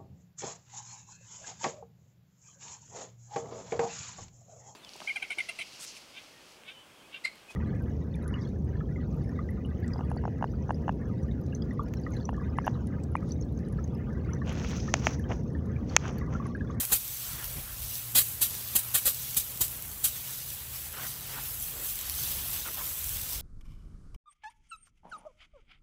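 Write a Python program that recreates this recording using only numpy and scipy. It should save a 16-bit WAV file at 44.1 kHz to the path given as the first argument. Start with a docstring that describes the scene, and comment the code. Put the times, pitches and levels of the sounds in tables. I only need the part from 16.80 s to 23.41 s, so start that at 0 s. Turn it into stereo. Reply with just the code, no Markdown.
"""A hose jet swings over a car wheel in a driveway, nozzle left of a phone. From 0 s the nozzle hisses and spits
trapped air (noise and droplet bursts, last pocket at 3.2 s), mist and splatter patter on the wheel (random impacts),
and far traffic and light wind rumble (filtered noise). From 0.04 s panels drum (ringing patter), with knocks and gusts
from 0.5 s. Lumps of water slap the rim from 1.2 s (droplet bursts). Engine hums (wavering sines) swell most
at 1.5-2 s and 3.9-4.6 s; weaker gusts return from 5.4 s, the strongest comes at 6.3 s."""
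import sys
import numpy as np
from scipy import signal
from scipy.fft import rfft, irfft, next_fast_len
from scipy.io import wavfile
from scipy.ndimage import uniform_filter1d, map_coordinates

SR = 44100
rng = np.random.default_rng(int(sys.argv[2]) if len(sys.argv) > 2 else 0)


def dump_mix(stems):
    """Bounce the given channels to the path in sys.argv[1] as a 16-bit WAV at rate SR."""
    frames = np.atleast_2d(stems).T  # one column per channel
    limited = np.clip(frames, -1, 1)  # hard clip at full scale
    pcm = np.round(limited * 32767).astype(np.int16)
    wavfile.write(sys.argv[1], SR, pcm)


N = 291497
T = np.arange(N) / SR

# Levels are relative, before mixing, flicker and microphone colour; spectra are shapes, normalised by voice().
# air pockets leaving the nozzle: t/s, length/s, blast level/dB, opening thump level/dB, coarse splutter level/dB
AIR_POCKETS = [(0.0, 0.0091, -25, -45, -44), (0.121, 0.013, -17.5, -28.5, -33.5),
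               (1.353, 0.036, -17, -33.5, -34), (1.617, 0.014, -18, -33.5, -41.5),
               (1.955, 0.0095, -18.5, -34, -35.5), (2.145, 0.013, -17.5, -46, -36),
               (2.257, 0.023, -20.5, -35, -36.5), (2.569, 0.005, -18.5, -32.5, -43),
               (2.811, 0.0062, -18, -31.5, -45), (3.243, 0.011, -19.5, -38, -41)]
# force of the jet on the wheel: t/s, mist level/dB, splatter level/dB
JET_FORCE = [(0, -31, -42.5), (.5, -36.5, -44.5), (.95, -39.5, -44.5), (1.05, -36, -45.5),
             (1.3, -36.5, -44), (1.7, -36, -43.5), (2.45, -33, -44), (3.05, -37.5, -43), (3.55, -35, -45.5),
             (3.85, -40, -43.5), (4.42, -40.5, -44), (4.6, -37, -39), (4.75, -35.5, -45), (4.97, -39, -41),
             (5.1, -38, -43.5), (5.25, -36, -38), (5.31, -31.5, -40.5), (5.52, -29, -38.5),
             (5.78, -34.5, -38), (5.84, -35.5, -43.5), (6.05, -32, -40), (6.3, -31.5, -39.5),
             (6.61, -40, -42.5)]
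# the hand turns the jet round, starting on the left: t/s
SWING_TURNS = [0, .78, 1.42, 1.98, 3.02, 3.95, 4.9, 5.68, 6.15, 6.8]
# the jet catches a spoke and the sizzle flares: t/s, mist rise/dB
SPOKE_FLARES = [(.7, 4), (1.03, 1.5), (1.14, 2), (1.48, 4), (3.69, 2.5), (3.99, 6), (4.27, 7), (4.65, 3),
                (4.84, 5.5), (5.09, 9), (5.74, 4.5), (6.36, 1.5), (6.53, 6.5)]
# the jet crosses hollow panels and the wheel arch: t/s, half length/s, level/dB, ring centre f/Hz
PANEL_DRUMS = [(0.037, .015, -46, 500), (0.105, .009, -42, 1100), (0.535, 0.071, -47, 1500),
               (0.61, 0.031, -45.5, 1620), (0.742, 0.082, -50.5, 610), (0.893, 0.043, -51, 1400),
               (2.053, 0.12, -51, 1150), (2.226, 0.01, -53, 1190), (3.502, 0.07, -50.5, 2230),
               (4.146, 0.0088, -42, 1550), (4.179, 0.011, -42.5, 1350), (4.21, 0.065, -50, 750),
               (4.227, 0.039, -42.5, 1330), (4.545, 0.02, -44.5, 2000), (4.581, .009, -40, 1000),
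               (4.555, 0.13, -53, 1200), (4.99, 0.059, -47, 467), (5.872, 0.018, -41.5, 1330),
               (5.89, .025, -47.5, 480), (5.998, 0.033, -42, 1080)]
# dull knocks of water on the body: t/s, half length/s, level/dB
BODY_KNOCKS = [(.54, 0.013, -44.5), (.775, 0.013, -35.5), (5.41, 0.014, -46)]
# wind on the microphone: t/s, half length/s, level/dB
WIND_GUSTS = [(.6, 0.077, -42), (.78, 0.061, -43), (.99, 0.065, -40), (5.4, 0.45, -50), (5.42, 0.13, -47.5),
              (6.305, 0.058, -35), (6.42, 0.2, -45)]
# lumps of water slapping the wheel: t/s, level/dB
WATER_SLAPS = [(1.155, -21.5), (1.162, -29), (1.487, -25), (1.708, -22), (1.809, -31), (2.034, -23.5),
               (2.048, -28), (2.227, -27), (2.346, -26), (2.433, -32), (2.447, -28), (2.767, -37),
               (2.774, -24), (2.881, -22), (3.317, -33), (3.328, -38), (3.509, -34), (3.703, -26),
               (3.937, -34), (4.268, -25), (4.339, -33), (4.475, -29), (5.038, -32), (5.058, -28),
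               (5.19, -22), (5.297, -23), (5.515, -23), (5.741, -25), (5.944, -26), (6.305, -32),
               (6.416, -24.5)]
# distant engines: peak t/s, half length/s, level/dB, mean pitch at peak f/Hz
ENGINE_SWELLS = [(1.548, 1.14, -53, 115.9), (2.004, 2.1, -58.5, 128), (3.896, 0.21, -54, 77),
                 (4.6, 1.05, -56.5, 132)]
# spectrum of the spit's blast: f/Hz, density/dB
SPIT_SPECTRUM = [(300, -37), (1250, -26), (2400, -12), (3100, -8.5), (3600, -9), (4500, -11), (6200, -1.5),
                 (8000, 1.5), (9700, 2.5), (12200, 3.5), (15500, -1.5)]
# spectrum of coarse splutter: f/Hz, density/dB
SPLUTTER_SPECTRUM = [(60, 3), (250, -5), (380, -5), (580, 2), (850, -1), (1250, 1), (2200, 2), (4000, -22),
                     (8000, -45)]
# spectrum of the rasp in the nozzle's bore: f/Hz, density/dB
RASP_SPECTRUM = [(2000, -35), (2800, -2.5), (3200, -0.5), (4600, -0.5), (6000, -9), (9000, -35)]
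# spectrum of the opening thump: f/Hz, density/dB
THUMP_SPECTRUM = [(25, -14), (60, -12), (150, 7.5), (300, -4), (600, -7), (1200, -5), (3000, -48)]
# spectrum of fine water, also in slaps: f/Hz, density/dB
MIST_SPECTRUM = [(200, -29), (1500, -25.5), (3000, -10.5), (5000, -9), (6500, -3.5), (9500, -3.5),
                 (12000, -1.5), (14000, -2.5), (15500, -1.5)]
# spectrum of heavier drops on the wheel: f/Hz, density/dB
SPLATTER_SPECTRUM = [(100, -15), (300, -7.5), (600, -4.5), (1300, -1.5), (2000, -1.5), (3000, 2),
                     (4600, 1.5), (5500, -0.5), (8000, 0), (15000, -1.5)]
# spectrum of patter on panels, before their ring: f/Hz, density/dB
DRUM_SPECTRUM = [(100, -10), (280, -3.5), (700, -2.5), (1400, 0), (2000, -3), (2900, -3.5), (6000, -42)]
# spectrum of body knocks: f/Hz, density/dB
KNOCK_SPECTRUM = [(40, -7), (100, 4), (150, 5.5), (230, -7), (400, -17), (1200, -24)]
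# spectrum of wind: f/Hz, density/dB
WIND_SPECTRUM = [(15, -36), (26, 1), (38, 1.5), (60, 2), (90, -3.5), (150, -13.5), (300, -41), (1000, -66)]
# spectrum of far traffic: f/Hz, density/dB
TRAFFIC_SPECTRUM = [(15, -32), (30, -15), (55, 1), (90, 0.5), (140, -4), (200, -8), (320, -16.5),
                    (700, -17.5), (2000, -22), (8000, -50)]
# nozzle sound scattered by car, driveway and house: delay/ms, amplitude fade/ms, level/dB
NOZZLE_ECHOES = [(2.98, 4.9, 0.5), (15.7, 9, -11), (28.5, 4.3, -6.5)]
# power share of patter arriving straight from the wheel, held within 0.02-0.98 in use: f/Hz, share/1
DIRECT_SHARE = [(300, 0.97), (1000, 0.45), (2000, 0.29), (3500, 0.71), (6000, 0.49), (15000, 0.01)]
# colour of the two microphone ports: f/Hz, left level/dB, right level/dB
PORT_COLOUR = [(100, 0, 0.35), (2000, -1.5, -1.3), (6200, -2.5, -2), (6350, -1.5, -5), (6850, -4.5, -9),
               (7860, 1, -8.5), (7980, 1, -6), (8150, -1.5, -6.5), (10200, -3.2, -3), (12600, 1.4, -1.3),
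               (15000, 0.3, -1.2)]

LOW_CUT_HZ, TOP_HZ = 37, 15550
NOZZLE_LAG_MS = 0.27  # right port
GROUND_LAG_MS, GROUND_DB = 1.5, -11  # nearest reflection of the nozzle, at left swing
ECHO_SWAY_MS = 0.316  # extra lag of that reflection at right swing
OPENING_S = 0.003
LEFT_LAG_MS, RIGHT_LAG_MS = 0.1, -0.069  # lag of the right port at either end of a swing
SPOKE_HALF_S = 0.054
FLIGHT_S = 0.066  # nozzle to wheel
DRUM_EDGE = 0.68  # slide on to or off a panel, as a share of the half length
TRAFFIC_WAVER_DB = 1.7
ENGINE_RISE_HZ_PER_S = 0.5


def undb(db):
    """Decibels to gain."""
    return 10 ** (np.asarray(db) / 20)


def unit(x):
    """Scale to rms 1."""
    return x / np.sqrt(np.mean(x ** 2))


def curves(rows):
    """Each column of a (t/s, ..) table at every sample."""
    s, *columns = np.transpose(rows)
    return [np.interp(T, s, c) for c in columns]


def colour(x, points):
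    """Filter by a response interpolated in dB over log frequency."""
    hz, db = np.transpose(points)
    size = next_fast_len(N + 8192)
    bins_hz = np.maximum(np.fft.rfftfreq(size, 1 / SR), 1)
    gain = undb(np.interp(np.log(bins_hz), np.log(hz), db))
    return irfft(rfft(x, size) * gain, size)[..., :N]


def voice(x, spectrum):
    """Colour a white excitation, keeping its rms when only power below TOP_HZ counts."""
    hz, db = np.transpose(spectrum)
    gains = undb(np.interp(np.log(np.arange(10, TOP_HZ, 10)), np.log(hz), db))
    return colour(x, spectrum) / np.sqrt(np.mean(gains ** 2) * 2 * TOP_HZ / SR)


def delay(x, ms):
    """Delay by a fixed or moving time."""
    return map_coordinates(x, [np.arange(N) - ms * SR / 1000], order=3)


def walk(rate_hz):
    """Random levels held 1 / rate_hz and slewed twice; rms 1."""
    hold = max(int(SR / rate_hz), 2)
    steps = np.repeat(rng.standard_normal(N // hold + 1), hold)[:N]
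    return unit(uniform_filter1d(uniform_filter1d(steps, hold), hold))


def bell(s, half_s):
    """Gaussian rise and fall around a moment; top 1."""
    return np.exp(-((T - s) / half_s) ** 2 / 2)


def swells(rows):
    """Power sum of bells from (t/s, half length/s, level/dB) rows."""
    return np.sqrt(sum((undb(db) * bell(s, half_s)) ** 2 for s, half_s, db in rows))


def stereo_noise(likeness):
    """Two noises with a common share of power."""
    common = np.sqrt(likeness) * rng.standard_normal(N)
    return common + np.sqrt(1 - likeness) * rng.standard_normal((2, N))


def drops(rate_hz, spread_db):
    """Random impacts of either sign, sizes spread exponentially in dB; rms 1."""
    falls = rng.random(N) < rate_hz / SR
    size = undb(spread_db * np.minimum(rng.exponential(size=N), 2 * np.pi))
    return unit(falls * size * rng.choice([-1, 1], N))


def sputter(rate_hz, fade_s, share):
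    """Gain of a flow partly in random spurts, each starting at once and dying away; rms 1."""
    kicks = (rng.random(N) < rate_hz / SR) * (1 + rng.random(N))
    power = signal.lfilter([1], [1, -np.exp(-1 / (fade_s * SR))], kicks)
    return np.sqrt(1 - share + share * power / np.mean(power))


def swing():
    """Jet aim, 0 (left) to 1 (right); the hand slows into each turn."""
    turn = np.interp(T, SWING_TURNS, np.arange(len(SWING_TURNS)))
    return (1 - np.cos(np.pi * turn)) / 2


def flicker(x, depth_db):
    """Every narrow band swells and fades on its own within a few hundredths of a second."""
    _, _, bands = signal.stft(x, nperseg=512)
    chance = rng.standard_normal(bands.shape)
    chance = uniform_filter1d(uniform_filter1d(chance, size=3, axis=1), size=4, axis=2)
    gain = unit(undb(depth_db * unit(chance)))
    return signal.istft(bands * gain)[1][:, :N]


def scattered(x):
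    """Echoes off uneven surfaces: short fading clusters of paths, different at each port."""
    ms = 1000 * T[:SR // 10]
    power = 0
    for lag_ms, fade_ms, db in NOZZLE_ECHOES:
        fade = (ms >= lag_ms) * np.exp(-2 * np.abs(ms - lag_ms) / fade_ms)
        power = power + undb(db) ** 2 * fade * 2 * ms[1] / fade_ms
    paths = rng.standard_normal((2, len(ms))) * np.sqrt(power)
    return signal.fftconvolve(x[None], paths, axes=1)[:, :N]


def nozzle(rasp_db_per_root_s=4.5, fall_s=0.007, mist_s=0.035, mist_per_length=.5, mist_db=-10.0,
           hiss_db=-46, thump_s=0.011, far_port_db=-1.5, push_db=4, push_hz=60, push_s=0.013):
    """Hiss; each air pocket thumps, pushes air, blasts, splutters and rasps, then leaves a lingering mist."""
    blast, coarse, rasp, mist, thump, push = undb(hiss_db), undb(-65.5), 0, 0, 0, 0
    for s, length_s, db, thump_db, coarse_db in AIR_POCKETS:
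        before_s, age_s = np.maximum(s - T, 0), np.maximum(T - s, 0)
        after_s = np.maximum(T - s - length_s, 0)
        opening = np.exp(-before_s / OPENING_S - after_s / fall_s)
        blast = blast + undb(db) * opening
        coarse = coarse + undb(coarse_db) * opening
        # long pockets rasp more and leave mist for longer
        rasp = rasp + undb(db + rasp_db_per_root_s) * np.sqrt(length_s) * opening
        linger = np.exp(-after_s / (mist_s + mist_per_length * length_s))
        mist = mist + undb(db + mist_db) * (1 - np.exp(-age_s / OPENING_S)) * linger
        thump = thump + undb(thump_db) * np.exp(-before_s / 0.0062 - age_s / thump_s)
        push_wave = np.exp(-age_s / push_s) * np.sin(2 * np.pi * push_hz * age_s)
        push = push + undb(thump_db + push_db) * push_wave
    # water and air take turns in the orifice: crackling blast, ragged mist
    blast = blast * sputter(rate_hz=600, fade_s=0.00061, share=0.29)
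    mist = mist * sputter(rate_hz=150, fade_s=0.0024, share=0.3)
    air = voice(drops(rate_hz=11000, spread_db=2.0) * blast, SPIT_SPECTRUM)
    air = air + voice(drops(rate_hz=7000, spread_db=-0.3) * mist, MIST_SPECTRUM)
    air = air + voice(drops(rate_hz=2500, spread_db=2.0) * coarse, SPLUTTER_SPECTRUM)
    air = air + voice(drops(rate_hz=3300, spread_db=1.5) * rasp, RASP_SPECTRUM)
    puff = voice(rng.standard_normal(N) * thump, THUMP_SPECTRUM) + push
    out = np.array([air + puff, delay(air + undb(-12.5) * puff, NOZZLE_LAG_MS)])
    ground = undb(GROUND_DB) * delay(air, GROUND_LAG_MS + ECHO_SWAY_MS * swing())
    out = out + ground + scattered(air)
    cloud = voice(rng.standard_normal((2, N)) * blast, SPIT_SPECTRUM)
    cloud = cloud + voice(rng.standard_normal((2, N)) * mist, MIST_SPECTRUM)
    return (undb(-1.0) * out + undb(-6.0) * cloud) * undb([[0], [far_port_db]])


def from_wheel(patter, loudness, pan_db_per_ms=11):
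    """Impacts from where the jet lands, plus diffuse wash scattered by spokes and wheel well."""
    lag_ms = LEFT_LAG_MS + (RIGHT_LAG_MS - LEFT_LAG_MS) * swing()
    hz, share = np.transpose(DIRECT_SHARE)
    share = np.clip(share, .02, .98)
    direct = colour(patter * loudness, np.c_[hz, 10 * np.log10(share)])
    # spatter thrown off by impacts follows the patter within a millisecond
    spatter = np.sqrt(np.abs(uniform_filter1d(patter ** 2, size=24)))
    wash = rng.standard_normal((2, N)) * spatter * loudness
    wash = colour(wash, np.c_[hz, 10 * np.log10(1 - share)])
    pan_db = pan_db_per_ms * lag_ms * np.array([[1], [-1]]) / 2
    return (np.array([direct, delay(direct, lag_ms)]) + wash) * undb(pan_db)


def spray(gap_db=3.0, gap_half_s=0.0082, tick_db=-12, clump_db=0.5, spoke_splatter=0.13,
          right_splatter_db=0.57):
    """Fine mist sizzles, lone drops tick on the rim and heavier ones splatter, in uneven clumps."""
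    mist_db, splatter_db = curves(JET_FORCE)
    # each air pocket's gap in the jet reaches the wheel a flight time later
    gaps = sum(bell(s + FLIGHT_S, gap_half_s) for s, *_ in AIR_POCKETS)
    flow_db = clump_db * walk(12) + 0.73 * walk(45) - gap_db * gaps
    flare_db = sum(db * bell(s, SPOKE_HALF_S) for s, db in SPOKE_FLARES)
    mist_db = mist_db + flow_db + flare_db
    splatter_db = splatter_db + flow_db + spoke_splatter * flare_db + right_splatter_db * swing()
    fine = drops(rate_hz=12000, spread_db=2.0) + undb(tick_db) * drops(rate_hz=380, spread_db=5.5)
    heavy = drops(rate_hz=7000, spread_db=0.0)
    mist_gain = undb(mist_db) * sputter(rate_hz=190, fade_s=.003, share=0.14)
    splatter_gain = undb(splatter_db) * sputter(rate_hz=120, fade_s=0.01, share=0.15)
    mist = voice(from_wheel(fine, mist_gain), MIST_SPECTRUM)
    return mist + voice(from_wheel(heavy, splatter_gain), SPLATTER_SPECTRUM)


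def outdoors(waver_db=3.0, breeze_db=-58):
    """Traffic noise, wavering engine sines, and breeze with gusts hitting each port largely separately."""
    traffic = stereo_noise(0.87) * undb(-51.5 + TRAFFIC_WAVER_DB * walk(6))
    traffic = voice(traffic, TRAFFIC_SPECTRUM)
    wind_gain = (undb(breeze_db) + swells(WIND_GUSTS)) * undb(2.6 * walk(11))
    wind = voice(stereo_noise(0.19) * wind_gain, WIND_SPECTRUM)
    hum = 0
    for s, half_s, db, hz in ENGINE_SWELLS:
        pitch_hz = hz + ENGINE_RISE_HZ_PER_S * (T - s) + 1.62 * walk(14)
        phase = 2 * np.pi * np.cumsum(pitch_hz) / SR
        gain = np.sqrt(2) * undb(db + waver_db * walk(8.7)) * bell(s, half_s)
        hum = hum + gain * np.sin(phase)
    return traffic + wind + hum


def bodywork(ring_db=4, ring_q=2.5, clump_db=0.1):
    """Heavy drops excite hollow panels, each with its own broad resonance; some give dull knocks."""
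    patter = from_wheel(drops(rate_hz=4000, spread_db=1.5), undb(clump_db * walk(90)))
    patter = voice(patter, DRUM_SPECTRUM)
    out = voice(stereo_noise(0.81) * swells(BODY_KNOCKS), KNOCK_SPECTRUM)
    for s, half_s, db, hz in PANEL_DRUMS:
        ring = signal.lfilter(*signal.iirpeak(hz, ring_q, fs=SR), patter)
        on_panel = (1 + np.tanh((half_s - np.abs(T - s)) / (DRUM_EDGE * half_s))) / 2
        out = out + unit(patter + undb(ring_db) * ring) * undb(db) * on_panel
    return out


def slaps(burst_s=0.0018):
    """Each lump of water bursts on the rim: droplets start at once and decay within milliseconds."""
    burst = sum(undb(db) * (T >= s) * np.exp(-np.abs(T - s) / burst_s) for s, db in WATER_SLAPS)
    splash = from_wheel(drops(rate_hz=7200, spread_db=-1.0), burst)
    return voice(splash, MIST_SPECTRUM)


def scene():
    """Nozzle, wheel and surroundings; spray, panels and nozzle flicker in colour."""
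    water = flicker(nozzle(), depth_db=1.9) + flicker(spray() + bodywork(), depth_db=3.0)
    return water + outdoors() + slaps()


def record(dry):
    """Each port colours the treble its own way; the phone cuts the deepest bass and the top."""
    ports = np.array(PORT_COLOUR)
    heard = np.array([colour(x, np.c_[ports[:, 0], db]) for x, db in zip(dry, ports.T[1:])])
    low_cut = signal.butter(4, LOW_CUT_HZ, "highpass", fs=SR, output="sos")
    top_cut = signal.ellip(10, .2, 80, TOP_HZ, fs=SR, output="sos")
    return signal.sosfilt(top_cut, signal.sosfilt(low_cut, heard))


dry = scene()
out = record(dry)
dump_mix(out)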